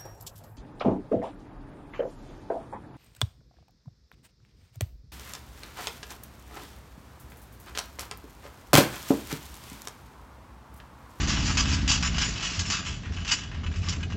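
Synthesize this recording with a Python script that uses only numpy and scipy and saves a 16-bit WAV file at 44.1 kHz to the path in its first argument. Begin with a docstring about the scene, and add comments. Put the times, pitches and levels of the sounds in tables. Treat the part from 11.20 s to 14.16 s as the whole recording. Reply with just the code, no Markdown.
"""A single-cylinder four-stroke quad bike slows to an uneven idle in a field, then picks up a little.
Each exhaust stroke sings in the pipe and sets silencer modes booming and bark modes ringing; at speed
the strokes merge into a drone, a sum of orders of the firing rate. A steel frame rattles in bursts as
jolts send swarms of touches into its modes, with two echoes; wind and hiss of filtered noise lie below."""
import sys
import numpy as np
from scipy import signal
from scipy.io import wavfile
from scipy.ndimage import uniform_filter1d

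SR = 44100
rng = np.random.default_rng(int(sys.argv[2]) if len(sys.argv) > 2 else 0)


def voltage_ratio(level):
    """Linear amplitude factor for a level in decibels (scalar or array-like)."""
    return 10 ** (np.asarray(level, float) / 20)


def unload_wav(signal):
    """Save mono or channel-first audio to the path in sys.argv[1] as 16-bit WAV at rate SR, clipped to [-1, 1]."""
    wavfile.write(
        sys.argv[1],
        SR,
        np.round(np.clip(np.atleast_2d(signal).T, -1, 1) * 32767).astype(np.int16),
    )


N = 130536

# Firing rate of the engine: (time [s], firing rate [firings per s])
FIRING_RATE = [(0.0, 19.5), (0.2, 18.5), (0.3, 17.53), (0.42, 17.03), (0.62, 17.89), (0.8, 16.23),
               (1.05, 14.66), (1.3, 11.97), (1.45, 10.33), (1.75, 9.87), (2.0, 8.72), (2.2, 7.58),
               (2.45, 9.13), (2.65, 11.01), (2.96, 12.0)]
# Jolts of the frame, sudden or swelling; treble and low are relative to the peak:
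# (time [s], relative peak [dB], rise [s], fall t60 [s], treble before a common 3 dB lift [dB], low [dB])
FRAME_JOLTS = [(.0014,-20.5,0.0053,0.54,-8.5,3),(0.0732,-20.5,0.0054,0.68,-5,3.5),(0.0936,-14.5,.011,0.32,-11,1),(0.1514,-16.5,0.022,0.07,-17,2.5),
               (0.1914,-21.5,0.009,0.25,-6.5,2),(0.2332,-19,.018,.38,-5,-1),(0.2822,-18.5,0.0027,0.4,-6,6),(0.3713,-13,0.0044,0.32,-7,1),
               (.3844,-23,.0085,0.27,-8.5,0),(.4294,-16.5,0.035,0.77,-12,-0.5),(0.4778,-25,0.063,.1,0,0),(0.5267,-19.5,0.0056,0.086,-14,-3),
               (0.6772,-12.5,0.003,.1,-6,-4),(0.682,-9.5,0.021,0.31,-4.5,0.5),(0.8258,-16.5,0.0048,0.26,-7,2.5),(0.8424,-16.5,0.012,0.37,-10,0),
               (0.9446,-22,0.0049,.6,-13,0),(0.9816,-11.5,0.0064,0.14,-10.5,-4.5),(1.0054,-13,0.012,0.3,-7,1.5),(1.0374,-21,0.014,0.23,-4,0.5),
               (1.0705,-27,0.02,0.54,-7,-4),(1.1486,-24,0.012,0.68,-13,-2.5),(1.1974,-24,0.011,0.71,-8,-0.5),(1.2274,-20.5,0.0059,0.38,-7.5,0.5),
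               (1.2983,-23,.011,.73,-6.5,-3.5),(1.378,-20,0.014,0.17,-8.5,4),(1.3922,-15.5,0.0062,0.13,-4.5,-6),(1.441,-23.5,0.028,0.54,-9,-7),
               (1.5006,-16,.008,0.23,-4.5,2.5),(1.5202,-17.5,0.007,0.43,-10.5,2),(1.643,-20,0.023,0.4,-11,-1),(1.8329,-32,0.0072,0.42,-17.5,8),
               (1.9217,-32.5,0.0069,1,-9.5,3),(1.9544,-27.5,0.02,0.26,-25,1.5),(2.048,-21,0.0072,0.63,-13,1),(2.063,-14,0.024,0.37,-11,-4),
               (2.1068,-8.5,0.014,0.13,-8,-2.5),(2.1694,-26.5,0.021,0.27,-14,1),(2.215,-24.5,0.018,0.045,-9,0.5),(2.3152,-31,0.0049,0.13,-16,7.5),
               (2.3448,-29.5,0.0029,0.32,-17,5),(2.4336,-31.5,.004,0.2,-15.5,7),(2.4635,-21,0.0019,0.064,-23.5,-2),(2.5128,-32.5,0.0037,0.17,-13.5,4.5),
               (2.5387,-27,0.0049,0.15,-18.5,0.5),(2.5593,-28.5,.004,0.44,-12.5,-2),(2.6316,-28,0.01,0.75,-12,3.5),(2.6855,-20,0.0058,.1,-3.5,-1.5),
               (2.6987,-22,0.025,.2,-10,1.5),(2.8063,-33.5,0.0028,.12,-11,6),(2.8285,-21,0.0032,0.055,-21,-5),(2.9002,-28.5,0.0032,0.076,-15.5,7.5),
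               (2.9223,-24.5,0.0045,0.075,-16.5,2)]
VALVE_OPENS = -0.4  # share of a cycle, from the firing count's whole numbers


def rms_one(x):
    """Normalisation to unit mean power: scale to rms 1."""
    return x / np.sqrt(np.mean(x ** 2) + 1e-20)


def in_time(rows):
    """Linear interpolation in time: columns of a curve, one value per sample."""
    s, *columns = np.transpose(rows)
    return [np.interp(np.arange(N) / SR, s, c) for c in columns]


def at_hz(points, hz):
    """Interpolation of a level spectrum on a logarithmic frequency axis."""
    point_hz, point_db = np.transpose(points)
    return np.interp(np.log(hz), np.log(point_hz), point_db)


def drift(corner_hz):
    """Low-passed Gaussian noise: two equal poles leave a slow fluctuation of spread 1."""
    pole = np.exp(-2 * np.pi * corner_hz * 40 / SR)  # one value every 40 samples
    noise = rng.standard_normal(N // 40 + 2002)
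    slow = signal.lfilter([1], [1, -2 * pole, pole ** 2], noise)[2000:]  # settled part
    return np.interp(np.arange(N) / 40, np.arange(len(slow)), rms_one(slow))


def ring(clicks, hz, t60):
    """Impulse response of a damped resonator: a unit click starts a decaying sine of initial height 1."""
    r, w = voltage_ratio(-60 / (t60 * SR)), 2 * np.pi * hz / SR
    return signal.lfilter([0, np.sin(w)], [1, -2 * r * np.cos(w), r * r], clicks + 1e-18)


def engine(firing_hz):
    """Source and resonator: each stroke excites pipe, silencer and bark modes, over the orders' drone."""
    # Exhaust course; boom level and pipe note are read once a firing, bark level runs on continuously:
    # (time [s], boom level [dB], bark level [dB], pipe note [Hz])
    exhaust = [(0, -41, -41, 72.2), (.08, -38.5, -36.5, 75.3), (.3, -40, -40.5, 67.4),
               (.56, -45, -42, 69.2), (.8, -40, -47, 63.4), (1.085, -37, -40, 60.4),
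               (1.16, -47.5, -44.5, 57), (1.316, -45, -42.5, 72), (1.405, -29, -43.5, 88.1),
               (1.5, -32.5, -40, 90), (1.6, -47.5, -42, 81.3), (1.7, -33.5, -45, 76), (1.8, -45.5, -55, 86),
               (1.908, -28, -40, 76), (2.017, -28.5, -44.5, 84.1), (2.14, -44.5, -49.5, 90),
               (2.27, -38.5, -64.5, 81.7), (2.39, -26.5, -43.5, 78.7), (2.5, -24, -40, 81.5),
               (2.6, -25, -42.5, 89.8), (2.69, -28.5, -42.5, 86.4), (2.78, -28, -40, 82),
               (2.863, -31, -42.5, 90), (2.95, -30.5, -39.5, 90)]
    boom_db, bark_db, pipe_hz = in_time(exhaust)
    cycles = 0.36 + np.cumsum(firing_hz) / SR
    luck = rng.standard_normal((64, 20))  # one row a stroke
    turn = np.floor(cycles - VALVE_OPENS).astype(int)
    fired = np.minimum(np.searchsorted(cycles, turn), N - 1)
    boom_db = uniform_filter1d(boom_db[fired], size=300)
    share, sings, valve = exhaust_valve(cycles, turn, firing_hz)
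    pipe = exhaust_pipe(turn, share / sings, valve, boom_db, pipe_hz[fired], luck)
    boom = voltage_ratio(-3) * pipe + silencer(cycles, firing_hz, luck)
    return voltage_ratio(boom_db) * rms_one(boom) + voltage_ratio(bark_db) * bark(cycles, valve, luck) + drone(cycles)


def exhaust_valve(cycles, turn, firing_hz):
    """Periodic gating: the singing time is constant at idle and a fixed share of the cycle at speed."""
    edge = 0.16  # share of a cycle to open or shut
    share = cycles - VALVE_OPENS - turn
    sings = np.minimum(0.053 * firing_hz, 0.68)  # 0.053 s, at most 0.68 of a cycle
    nearest_edge = np.minimum(share, sings + edge - share)
    valve = np.sin(np.pi / 2 * np.clip(nearest_edge / edge, 0, 1)) ** 2
    return share, sings, valve


def exhaust_pipe(turn, progress, valve, boom_db, pipe_hz, luck):
    """Forced and free vibration: a tone and its octave sing under the open valve, and a mode rings on."""
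    uneven_db, swell_db, overtone_db = 1, 8, -12.5
    phase = np.cumsum(pipe_hz) / SR
    opening = np.diff(turn, prepend=-1) > 0
    opened = np.maximum.accumulate(np.where(opening, phase, 0))
    angle = 2 * np.pi * (phase - opened)  # restarts at each opening
    tone = np.sin(angle) - voltage_ratio(overtone_db) * np.cos(2 * angle)
    pipe = valve * voltage_ratio(uneven_db * luck[turn, 0] + swell_db * progress) * tone
    # the drive carries the boom level, so the tail keeps the strength of its own stroke
    ring_on = ring(pipe * voltage_ratio(boom_db), 86, 0.34) / voltage_ratio(boom_db)
    return pipe + voltage_ratio(-11.5) * np.std(pipe) * rms_one(ring_on)


def stroke_pulses(cycles, at, stroke_luck):
    """Impulsive excitation: one click a cycle at a given share of it, its height spread by 2 dB."""
    turn = np.floor(cycles - at).astype(int)
    return np.diff(turn, prepend=turn[0]) * voltage_ratio(2 * stroke_luck[turn + 2])


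def silencer(cycles, firing_hz, luck):
    """Modal superposition: the opening valve strikes low resonances, which boom more at speed."""
    # Silencer modes: (frequency [Hz], relative level [dB], t60 [s])
    silencer_modes = [(51, 7, 0.28), (42.4, -6, 0.17), (90, 9.5, 0.25)]
    out = 0
    for k, (hz, db, t60) in enumerate(silencer_modes):
        out = out + voltage_ratio(db) * ring(stroke_pulses(cycles, VALVE_OPENS, luck[:, 1 + k]), hz, t60)
    return out * voltage_ratio(1.53 * (firing_hz - 16.5))  # dB per firing Hz


def bark(cycles, valve, luck):
    """Modal superposition: a pulse, an inverted afterpulse and gas noise excite brighter modes; rms 1."""
    # Bark modes: (frequency [Hz], relative level [dB], t60 [s])
    bark_modes = [(138.4, 1.5, 0.06), (185.6, 5.5, 0.074), (239, -15, 0.03), (273.3, -6.5, 0.052),
                  (294, -10.5, 0.044), (418.7, -9.5, 0.099), (593, -16, 0.069), (666.6, -5.5, 0.11)]
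    starts, stagger, after_at = -0.118, 0.02013, 0.4  # shares of a cycle; stagger is between modes
    gas = voltage_ratio(-9) * rng.standard_normal(N) * np.sqrt(12 / SR) * (valve + 0.3)
    out = 0
    for k, (hz, db, t60) in enumerate(bark_modes):
        first = stroke_pulses(cycles, starts + stagger * k, luck[:, 4 + k])
        after = voltage_ratio(-3.5) * stroke_pulses(cycles, after_at, luck[:, 12 + k])
        out = out + (-1) ** k * voltage_ratio(db) * ring(first - after + gas, hz, t60)
    return rms_one(signal.sosfilt(signal.butter(2, 375, fs=SR, output="sos"), out))


def drone(cycles):
    """Fourier synthesis: orders of the firing rate, each wavering a little in level and phase."""
    # Orders {multiple of the firing rate: rms before the level course [dB]}
    orders = {3: -33, 4: -36, 5: -39.5, 6: -51.5, 7: -41, 8: -43.5, 9: -48, 10: -46.5, 11: -37, 12: -44, 13:
              -49.5, 14: -48, 15: -41.5, 16: -45, 17: -54.5, 18: -54.5, 19: -57}
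    # Level course: (time [s], third order [dB], fourth and fifth [dB], higher orders [dB])
    course = [(0, 0, 0, -0.5), (.3, -4, 2, 0), (.42, 1.5, 2.5, 0), (.53, -15, 9, 1.5), (.65, 1, 4, 1),
              (.76, -10, 0, -1), (.89, -4.5, 3.5, -2.5), (1.02, -8.5, 0, -5), (1.16, -13, -20, -14.5),
              (1.3, -20, -17, -15), (1.5, -39, -37, -37)]
    # Silencer resonances turn these orders ahead of the stroke: {order: phase lead [rad]}
    lead = {3: 1, 5: 2.2, 10: 1, 12: .6, 13: 4, 16: 1}
    levels = in_time(course)
    out = 0
    for k, db in orders.items():
        level_db = db + levels[min(k // 2 - 1, 2)] + 1.2 * drift(10)
        phase = 2 * np.pi * k * cycles - 2.1 + lead.get(k, 0) + 0.15 * drift(7.4)
        out = out + np.sqrt(2) * voltage_ratio(level_db) * np.cos(phase)
    return out


def jolt_envelopes():
    """Energy addition: powers of linear rises and exponential falls add; sudden jolts also click."""
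    t = np.arange(N) / SR
    shake, treble, low, first = np.zeros((4, N))
    for s, db, rise, fall, treble_db, low_db in FRAME_JOLTS:
        since = np.maximum(t - s, 0)
        shape = voltage_ratio(db) * np.minimum(since / rise, 1) * voltage_ratio(-60 * np.maximum(since - rise, 0) / fall)
        shake = shake + shape ** 2
        treble = treble + (shape * voltage_ratio(treble_db)) ** 2
        low = low + (shape * voltage_ratio(low_db)) ** 2
        first[int(s * SR) + 20] = voltage_ratio(6 + db) * (rise < 0.012)
    return shake, 2 * treble, low, first


def loose_touches():
    """Random point process: about 1800 touches per s, clumped, of uneven size and random sign."""
    spread_db = 4.5 * np.minimum(rng.exponential(1, N), 3)
    sizes = voltage_ratio(spread_db) * rng.choice([-1, 1], N)
    touches = sizes * (rng.random(N) < 1800 * voltage_ratio(2.5 * drift(40)) / SR)
    # the power of 1000 unit touches per s
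    return touches / np.sqrt(np.mean(touches ** 2) * SR / 1000), np.sign(sizes)


def frame_modes():
    """Modal density: a few frame modes stand among 70 log-spaced small ones shaped to a spectrum."""
    # Ringing parts of the frame: (frequency [Hz], t60 [s], relative level [dB])
    parts = [(1136,0.058,-6.5),(1626,0.092,-2),(2480,0.21,-8.5),(2604,0.11,4),(2896,0.081,-1),(3372,0.26,-3),(4690,0.067,4),
             (4924,0.085,10),(5350,0.079,3),(5760,0.16,2.5),(5800,.08,3.5),(6060,0.11,-7.5),(7050,0.14,6),(7330,.06,6.5)]
    # Spectrum of many small loose parts: (frequency [Hz], relative level [dB per Hz])
    links = [(350, -42), (600, -22.5), (1120, -9.5), (1630, -9.5), (2280, -10), (2980, -2), (3550, -9.5),
             (5130, -4), (7100, -4), (8000, 1), (10400, -48.5), (17600, -120)]
    small = np.geomspace(780, 7900, 70) * rng.uniform(0.98, 1.02, 70)
    modes = [(hz, -8 + db, t60) for hz, t60, db in parts]
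    # log-spaced modes each cover a band that widens with frequency
    modes += [(hz, -1.5 + at_hz(links, hz) + 10 * np.log10(hz / 3000), 0.036) for hz in small]
    return modes


def rattle():
    """Impact excitation of modes: each jolt shakes out a swarm of touches with a colour of its own."""
    shake, treble, low, first = jolt_envelopes()
    touches, signs = loose_touches()
    modes = frame_modes()
    jolt = np.searchsorted(np.sort(np.array(FRAME_JOLTS)[:, 0]), np.arange(N) / SR)
    colour = voltage_ratio(3 * rng.standard_normal((len(FRAME_JOLTS) + 1, len(modes))))
    later_shake = np.roll(shake, -150)
    out = 0
    for k, (hz, db, t60) in enumerate(modes):
        down = np.interp(hz, [1700, 2600], [1, 0])
        up = np.interp(hz, [2970, 4300], [0, 1]) ** 0.5
        strength = np.sqrt(shake + down * (low - shake) + up * (treble - shake))
        swarm = touches * np.roll(signs, 7 * k + 1) * strength  # signs differ between modes
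        # the first touch takes its tone from the jolt 150 samples on
        tone = np.roll(strength, -150) / np.sqrt(later_shake + 1e-12)
        hits = swarm + first * np.sign(colour[jolt, k] - 1) * tone
        # longer rings start softer, for equal energy
        out = out + voltage_ratio(db) * np.sqrt(0.039 / t60) * ring(hits * colour[jolt, k], hz, t60)
    return voltage_ratio(-22.5) * signal.sosfilt(signal.butter(3, 650, "high", fs=SR, output="sos"), out)


def outdoor_echoes(frame):
    """Specular reflection: ground and hedge return delayed, weaker copies of the rattle."""
    # Reflections: (delay [s], level [dB])
    reflections = [(.006, -12.5), (.021, -14)]
    return sum(voltage_ratio(db) * np.r_[np.zeros(int(s * SR)), frame][:N] for s, db in reflections)


def air(spectrum):
    """Subtractive synthesis: half-octave bands of noise, each flickering by 0.5 dB; rms 1."""
    edges = 25 * 2 ** np.arange(0, 8.6, 0.5)
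    white = rng.standard_normal((2, N))  # neighbouring bands use different noises
    out = 0
    for k, (low, high) in enumerate(zip(edges, edges[1:])):
        band = signal.sosfilt(signal.butter(2, [low, high], "band", fs=SR, output="sos"), white[k % 2])
        out = out + voltage_ratio(at_hz(spectrum, np.sqrt(low * high)) + 0.5 * drift(24)) * band
    return rms_one(out)


def wind(firing_hz):
    """Broadband noise: a low-pitched spectrum whose level follows the firing rate."""
    # Wind spectrum: (frequency [Hz], relative level [dB per Hz])
    wind_spectrum = [(24, -43.5), (40, 0.5), (86, -2), (192, -5.5), (299, -15), (519, -27), (700, -24.5),
                     (910, -75.5), (1540, -120)]
    return voltage_ratio(-38 + 0.47 * (firing_hz - firing_hz.mean())) * air(wind_spectrum)  # dB per firing Hz


def grass_hiss():
    """Broadband noise: a higher spectrum under a level that falls with time."""
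    # Hiss spectrum: (frequency [Hz], relative level [dB per Hz])
    hiss_spectrum = [(350, -32), (600, -5.5), (1140, 0.5), (2160, 1), (2920, -13), (3550, -1), (7180, -9.5),
                     (8000, -22), (10400, -56), (17600, -120)]
    # Hiss course: (time [s], level [dB])
    hiss_level = [(0, -39), (.62, -43), (1.39, -43), (1.76, -53), (2.3, -54), (2.96, -54)]
    return voltage_ratio(in_time(hiss_level)[0]) * air(hiss_spectrum)


def scene():
    """Linear superposition of engine, rattle, its echoes, wind and hiss."""
    firing_hz = in_time(FIRING_RATE)[0]
    frame = rattle()
    mix = engine(firing_hz) + frame + outdoor_echoes(frame) + wind(firing_hz) + grass_hiss()
    return mix[None]


def roll_off(x):
    """The treble ends steeply here."""
    return signal.sosfilt(signal.butter(12, 8660, fs=SR, output="sos"), x)


def record(dry):
    """Band limitation: a steep low-pass and a gentler high-pass bound the spectrum."""
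    x = signal.sosfilt(signal.cheby2(10, 70, 7750 * 1.19, fs=SR, output="sos"), dry)  # stopband edge
    x = signal.sosfilt(signal.butter(3, 20.7, "high", fs=SR, output="sos"), x)
    return roll_off(x)


dry = scene()
out = record(dry)
unload_wav(out)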